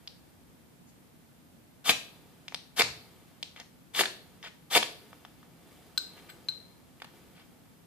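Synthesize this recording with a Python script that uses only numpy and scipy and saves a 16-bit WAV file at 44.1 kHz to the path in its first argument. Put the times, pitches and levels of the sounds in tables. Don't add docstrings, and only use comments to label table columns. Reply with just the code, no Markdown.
import sys
import numpy as np
from scipy import signal
from scipy.fft import rfft, irfft
from scipy.io import wavfile

SR = 44100
rng = np.random.default_rng(int(sys.argv[2]) if len(sys.argv) > 2 else 0)


def transcribe(u):
    v = np.clip(np.atleast_2d(u).T, -1, 1)
    q = np.round(v * 32767).astype(np.int16)
    wavfile.write(sys.argv[1], SR, q)


N = 346626

# start_s, bite_s, leave_s, rasp_db, flare_db, puff_db, puff_hz, ring_hz, catch_db
STROKE_ROWS = [(1.840, 1.8934, 1.907, -27, -27, -41, 216, 2410, -13),
               (2.759, 2.7945, 2.803, -29, -25, -37, 410, 3130, -19),
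               (3.933, 3.9925, 4.014, -29.5, -28, -38, 395, 2170, -22),
               (4.699, 4.751, 4.772, -26.5, -23.5, -28, 707, 2860, -17.5)]
# freq_hz, gain_db
CONTACT_SPECTRUM = [(100, -16.5), (600, 8), (1500, -0.5), (4500, -4), (6200, -8), (9500, -11), (14500, -17)]
# freq_hz, gain_db
SNAG_SPECTRUM = [(100, -11), (600, 3.5), (1500, 2.5), (4400, 0), (6200, -12.5), (9500, -9), (14500, -10.5)]


def undb(db):
    return 10 ** (np.asarray(db) / 20)


def unit(x):
    return x / np.sqrt(np.mean(x ** 2))


def clock(length_s):
    return np.arange(int(length_s * SR)) / SR


def add(track, start_s, x):
    i = max(int(start_s * SR), 0)
    track[..., i:i + x.shape[-1]] += x[..., :track.shape[-1] - i]


def colour(x, points, size=4096):
    hz, db = np.transpose(points)
    bins_hz = np.maximum(np.fft.rfftfreq(size, 1 / SR), 1)
    gain = undb(np.interp(np.log(bins_hz), np.log(hz), db))
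    cepstrum = irfft(np.log(gain))
    causal = 2 * cepstrum[:size // 2] * (np.arange(size // 2) > 0)
    response = irfft(np.exp(rfft(causal, size)))
    return signal.fftconvolve(x, response / np.linalg.norm(response))[:len(x)]


def ring(x, hz, width_hz):
    return signal.lfilter(*signal.iirpeak(hz, hz / width_hz, fs=SR), x)


def grit(t, spread_db, rate_hz):
    sizes = undb(spread_db * rng.standard_normal(len(t)))
    return unit(rng.standard_normal(len(t)) * sizes[(t * rate_hz).astype(int)])


def place(x, lag_samples, pan_db):
    delay = np.exp(-1j * np.pi * np.fft.rfftfreq(2 * len(x)) * lag_samples)
    spectrum = rfft(x, 2 * len(x))
    left = irfft(spectrum * delay)[:len(x)] * undb(pan_db / 2)
    right = irfft(spectrum / delay)[:len(x)] * undb(-pan_db / 2)
    return np.array([left, right])


def diffuse(t, bass_side, apart_hz):
    mid, side = rfft(rng.standard_normal((2, len(t))))
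    share = np.clip(np.hypot(bass_side, np.fft.rfftfreq(len(t), 1 / SR) / apart_hz), 0, 1)
    return irfft(np.array([mid + share * side, mid - share * side]) / np.hypot(1, share), len(t))


def contacts(rows, spectrum, width_hz, chatter_s, loose, rough, lag_samples, pan_db):
    out, t = np.zeros((2, N)), clock(.04)
    firmest_db = max(row[1] for row in rows)
    for start_s, level_db, ring_hz in rows:
        decay_s = chatter_s * undb(loose * (firmest_db - level_db))
        push = rough * grit(t, spread_db=4, rate_hz=4000) * np.exp(-t / decay_s)
        push[0] = 1
        hit = unit(ring(colour(push, spectrum), ring_hz, width_hz)) / np.sqrt(10)
        add(out, start_s, place(undb(level_db) * hit, lag_samples, pan_db))
    return out


def rumble(air_db=-58.5, mode_db=-66):
    # freq_hz, gain_db
    spectrum = [(15, -56.5), (25, -25), (46, -13.5), (158, -5.5), (207, -14), (231, -4), (293, -10),
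                (404, -17), (501, -17.5), (927, -21), (1090, -24.5), (1350, -24.5), (6040, -33),
                (13800, -30.5), (15000, -41.5)]
    t = np.arange(N) / SR
    air = np.array([colour(x, spectrum) for x in diffuse(t, bass_side=0.78, apart_hz=1050)])
    mode = unit(ring(diffuse(t, bass_side=0.55, apart_hz=1000), hz=177.1, width_hz=12))
    return undb(air_db) * air + undb(mode_db) * mode


def cloth(swing_delay_s=0.24, swing_db=-35, rise_db_per_s=53.5, fall_db_per_s=18.5, still_db=-74):
    # peak_s, level_db
    shifts = [(0.01, -67.5), (5.72, -58.5), (6.17, -56.5), (7.15, -60)]
    # freq_hz, gain_db
    spectrum = [(100, 0), (300, 4.5), (700, -2.5), (1300, -7), (4000, -13), (6000, -19), (14500, -17.5)]
    t = np.arange(N) / SR
    swings = [(leave_s + swing_delay_s, flare_db + swing_db)
              for _, _, leave_s, _, flare_db, *_ in STROKE_ROWS]
    power = undb(still_db) ** 2
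    for peak_s, level_db in swings + shifts:
        drop_db = np.maximum(rise_db_per_s * (peak_s - t), fall_db_per_s * (t - peak_s))
        power = power + undb(level_db - drop_db) ** 2
    rustle = np.sqrt(power) * colour(grit(t, spread_db=1.5, rate_hz=620), spectrum)
    return np.array([rustle, rustle])


def taps():
    # start_s, level_db, ring_hz
    rows = [(.0754, -39, 4300), (2.4819, -38, 3250), (2.5234, -43.5, 2200), (2.5456, -30, 3900),
            (3.4287, -32, 3700), (3.5625, -46.5, 2050), (3.5999, -42, 2050), (3.9491, -33.5, 3300),
            (4.4284, -44.5, 2250), (5.1301, -46.5, 1500), (5.2501, -44.5, 1950), (5.4297, -54, 1400),
            (6.4857, -42, 2020)]
    return contacts(rows, CONTACT_SPECTRUM, width_hz=1440, chatter_s=0.00015, loose=0.9, rough=0.51,
                    lag_samples=2.3, pan_db=1.8)


def slides():
    # start_s, length_s, level_db, ring_hz
    rows = [(0.866, 0.038, -67, 6800), (3.56, 0.061, -51.5, 2170), (4.431, 0.052, -43.5, 2310),
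            (6.168, 0.029, -56, 2350), (6.285, 0.028, -53, 2400), (7.341, 0.089, -61, 2450)]
    out, t = np.zeros((2, N)), clock(.2)
    for start_s, length_s, level_db, ring_hz in rows:
        pressure = np.interp(t / length_s, [0, .2, .85, 1.15], [0, .8, 1, 0])
        friction = colour(grit(t, spread_db=4, rate_hz=1500), CONTACT_SPECTRUM)
        rub = unit(ring(friction, ring_hz, width_hz=1700))
        add(out, start_s, place(undb(level_db) * pressure * rub, lag_samples=3.1, pan_db=2.5))
    return out


def strokes(speed_power=1.09, release_db_per_s=1150, flare_rise_db_per_s=3600, spark_fade_db_per_s=700,
            hiss_db=-9.5, early_sparks_db=-10, ring_db=-13):
    # freq_hz, gain_db
    rasp_spectrum = [(59, -46), (100, -22), (904, -7), (2630, -8), (2920, -5), (3460, -3), (3840, -5.5),
                     (4540, -9.5), (5840, -12), (7830, -11.5), (9660, -13.5), (11900, -14), (14100, -16),
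                     (15000, -26.5)]
    # freq_hz, gain_db
    flare_spectrum = [(47, -50), (80, -19), (482, -3.5), (763, -2.5), (1130, -7), (1540, -6), (1910, -2),
                      (2600, -4.5), (3240, -14.5), (3540, -6), (6250, -21.5), (8490, -23.5), (12000, -20),
                      (14000, -30), (15000, -30)]
    out, t = np.zeros((2, N)), clock(.25)
    for start_s, bite_s, leave_s, rasp_db, flare_db, puff_db, puff_hz, ring_hz, catch_db in STROKE_ROWS:
        now_s = t + start_s
        after_s = np.maximum(now_s - leave_s, 0)
        release = undb(-release_db_per_s * after_s)
        speed = np.minimum(t / (bite_s - start_s), 1)
        scrape = undb(rasp_db) * speed ** speed_power * release
        ignition = undb(-flare_rise_db_per_s * np.maximum(bite_s + 0.0011 - now_s, 0))
        burn = ignition * release
        sparks = undb(flare_db + hiss_db - spark_fade_db_per_s * after_s) * ignition
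        rasp = colour(grit(t, spread_db=2.5, rate_hz=3000), rasp_spectrum)
        flare = undb(flare_db) * colour(grit(t, spread_db=5, rate_hz=2500), flare_spectrum)
        steel = ring(grit(t, spread_db=4, rate_hz=2500), ring_hz, width_hz=1500)
        blade = undb(catch_db + ring_db) * unit(steel)
        air = ring(rng.standard_normal(len(t)), puff_hz, width_hz=130)
        puff = undb(puff_db) * unit(ring(air, puff_hz, width_hz=690))
        add(out, start_s, place(scrape * rasp + burn * blade, lag_samples=2.47, pan_db=3))
        add(out, start_s, place(burn * (flare + puff), lag_samples=3.5, pan_db=-0.1))
        for channel, side_db in enumerate([0, -6]):
            hiss = unit(ring(grit(t, spread_db=2.5, rate_hz=5000), hz=9800, width_hz=6500))
            add(out[channel], start_s, undb(side_db) * (sparks + undb(early_sparks_db) * scrape) * hiss)
    return out


def catches():
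    bites = [(bite_s, catch_db, ring_hz) for _, bite_s, *_, ring_hz, catch_db in STROKE_ROWS]
    return contacts(bites, SNAG_SPECTRUM, width_hz=1240, chatter_s=0.0024, loose=0, rough=0.76,
                    lag_samples=3.1, pan_db=1.5)


def thuds(attack_s=.004, decay_cycles=8.5):
    # start_s, level_db, pitch_hz
    rows = [(1.899, -49.5, 200), (2.814, -42.5, 115), (4.006, -48, 230), (4.766, -42.5, 230)]
    out, t = np.zeros((2, N)), clock(.4)
    for start_s, level_db, pitch_hz in rows:
        band = ring(rng.standard_normal(len(t)), pitch_hz, width_hz=80)
        bump = unit(ring(band, pitch_hz, width_hz=110))
        envelope = np.exp(-t * pitch_hz / decay_cycles) * np.minimum(t / attack_s, 1)
        add(out, start_s, undb(level_db) * bump * envelope)
    return out


def knocks():
    # start_s, level_db, ring_hz
    rows = [(2.8090, -18, 2050), (2.8191, -17, 2740), (4.0095, -19.5, 1740), (4.0359, -27.5, 1500),
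            (4.0564, -27.5, 2690), (4.7754, -16, 1250), (4.8286, -25.5, 1890)]
    return contacts(rows, SNAG_SPECTRUM, width_hz=2600, chatter_s=0.00033, loose=1.1, rough=0.46,
                    lag_samples=2.9, pan_db=0.5)


def clinks(bass_cut_hz=1250, scratch_db=-11, scratch_s=0.0022):
    # start_s, level_db, lesser_db, t60_ratio, scrape_s, pan_db
    rows = [(5.9767, -21, 0.5, 0.86, 0.000087, 2), (6.2935, -55, 18.5, 1.05, 0.016, 4),
            (6.4862, -27, -13, 2, .0001, 4)]
    # pitch_hz, mode_db, base_t60_s
    modes = [(1534, -13.5, 0.052), (4076, -1.5, 0.022), (3890, -29.5, 0.25), (4125, -23.5, 0.25),
             (4150, -24, 0.12), (7860, -17, 0.033), (12100, -13.5, 0.025), (13870, -29, 0.027)]
    out, t = np.zeros((2, N)), clock(.35)
    main_hz = modes[1][0]
    highpass = signal.butter(3, bass_cut_hz, "high", fs=SR, output="sos")
    for start_s, level_db, lesser_db, t60_ratio, scrape_s, pan_db in rows:
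        push = scrape_s * rng.standard_normal(len(t)) * np.exp(-t / scrape_s)
        push[0] = .015
        tone = 0
        for pitch_hz, mode_db, base_t60_s in modes:
            is_lesser = abs(pitch_hz - main_hz) > 300
            fade = np.exp(-np.log(1000) * t / (base_t60_s * t60_ratio))
            tone = tone + undb(mode_db + is_lesser * lesser_db) * np.sin(2 * np.pi * pitch_hz * t) * fade
        ringing = signal.fftconvolve(tone, push / np.linalg.norm(push))[:len(t)]
        friction = ring(grit(t, spread_db=6, rate_hz=4000), hz=5150, width_hz=1100)
        scratch = undb(scratch_db + min(lesser_db, 0)) * unit(friction) * np.exp(-t / scratch_s)
        clink = 2 * signal.sosfilt(highpass, ringing + scratch)
        add(out, start_s, place(undb(level_db) * clink, lag_samples=-1.4, pan_db=pan_db))
    return out


def spits():
    # start_s, level_db, ring_hz
    rows = [(7.0011, -52, 2550), (7.0197, -38, 1444), (7.0451, -44.5, 1750)]
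    # freq_hz, gain_db
    spectrum = [(200, 5), (700, 9.5), (3000, 8), (6000, -1.5), (14500, -0.5)]
    return contacts(rows, spectrum, width_hz=3300, chatter_s=0.002, loose=0, rough=0.34,
                    lag_samples=4.3, pan_db=0.5)


def garage(dry, near_db=-1, near_s=0.00565, build_s=0.0092):
    # centre_hz, t60_s, level_db
    bands = [(103.7, .5, -5), (410, 0.48, -8), (1000, .41, -10.5), (2523, 0.4, -8.5), (4330, 0.47, -6),
             (7080, 0.33, -4), (13200, 0.78, -17)]
    # pitch_hz, width_hz, level_db
    hollow_modes = [(395, 8.3, -10), (710, 27, -6), (950, 11, -11.5)]
    t = clock(.7)
    bins_hz = np.maximum(np.fft.rfftfreq(len(t), 1 / SR), 1)
    walls = rfft(diffuse(t, bass_side=.2, apart_hz=1541))
    log_centres = np.log([row[0] for row in bands])
    response = np.zeros((2, len(t)))
    for share, (_, t60_s, level_db) in zip(np.eye(len(bands)), bands):
        band = irfft(walls * np.interp(np.log(bins_hz), log_centres, share), len(t))
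        decay = np.exp(-np.log(1000) * t / t60_s) * np.clip(t / build_s - .5, 0, 1)
        response += undb(level_db) * band * decay / np.linalg.norm(decay)
    window = np.interp(t, [.0004, .002, near_s, near_s + 0.00081], [0.039, 1, .55, 0.00064])
    near = ring(diffuse(t, bass_side=0.31, apart_hz=2420) * window, hz=4500, width_hz=7100)
    response += undb(near_db) * near / np.linalg.norm(window)
    hollow = sum(undb(db) * ring(dry, hz, width_hz) for hz, width_hz, db in hollow_modes)
    return dry + hollow + signal.fftconvolve(dry, response, axes=1)[:, :N]


def scene():
    clicks = knocks() + taps() + spits()
    handiwork = clicks + strokes() + catches() + slides() + clinks() + cloth()
    return garage(handiwork) + thuds() + rumble()


def record(dry):
    bass_hz, top_hz, ceiling = 45, 14900, .7
    thin = signal.sosfilt(signal.butter(3, bass_hz, "high", fs=SR, output="sos"), dry)
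    rounded = ceiling * np.tanh(thin / ceiling)
    return signal.sosfilt(signal.ellip(10, .2, 70, top_hz, fs=SR, output="sos"), rounded)


dry = scene()
out = record(dry)
transcribe(out)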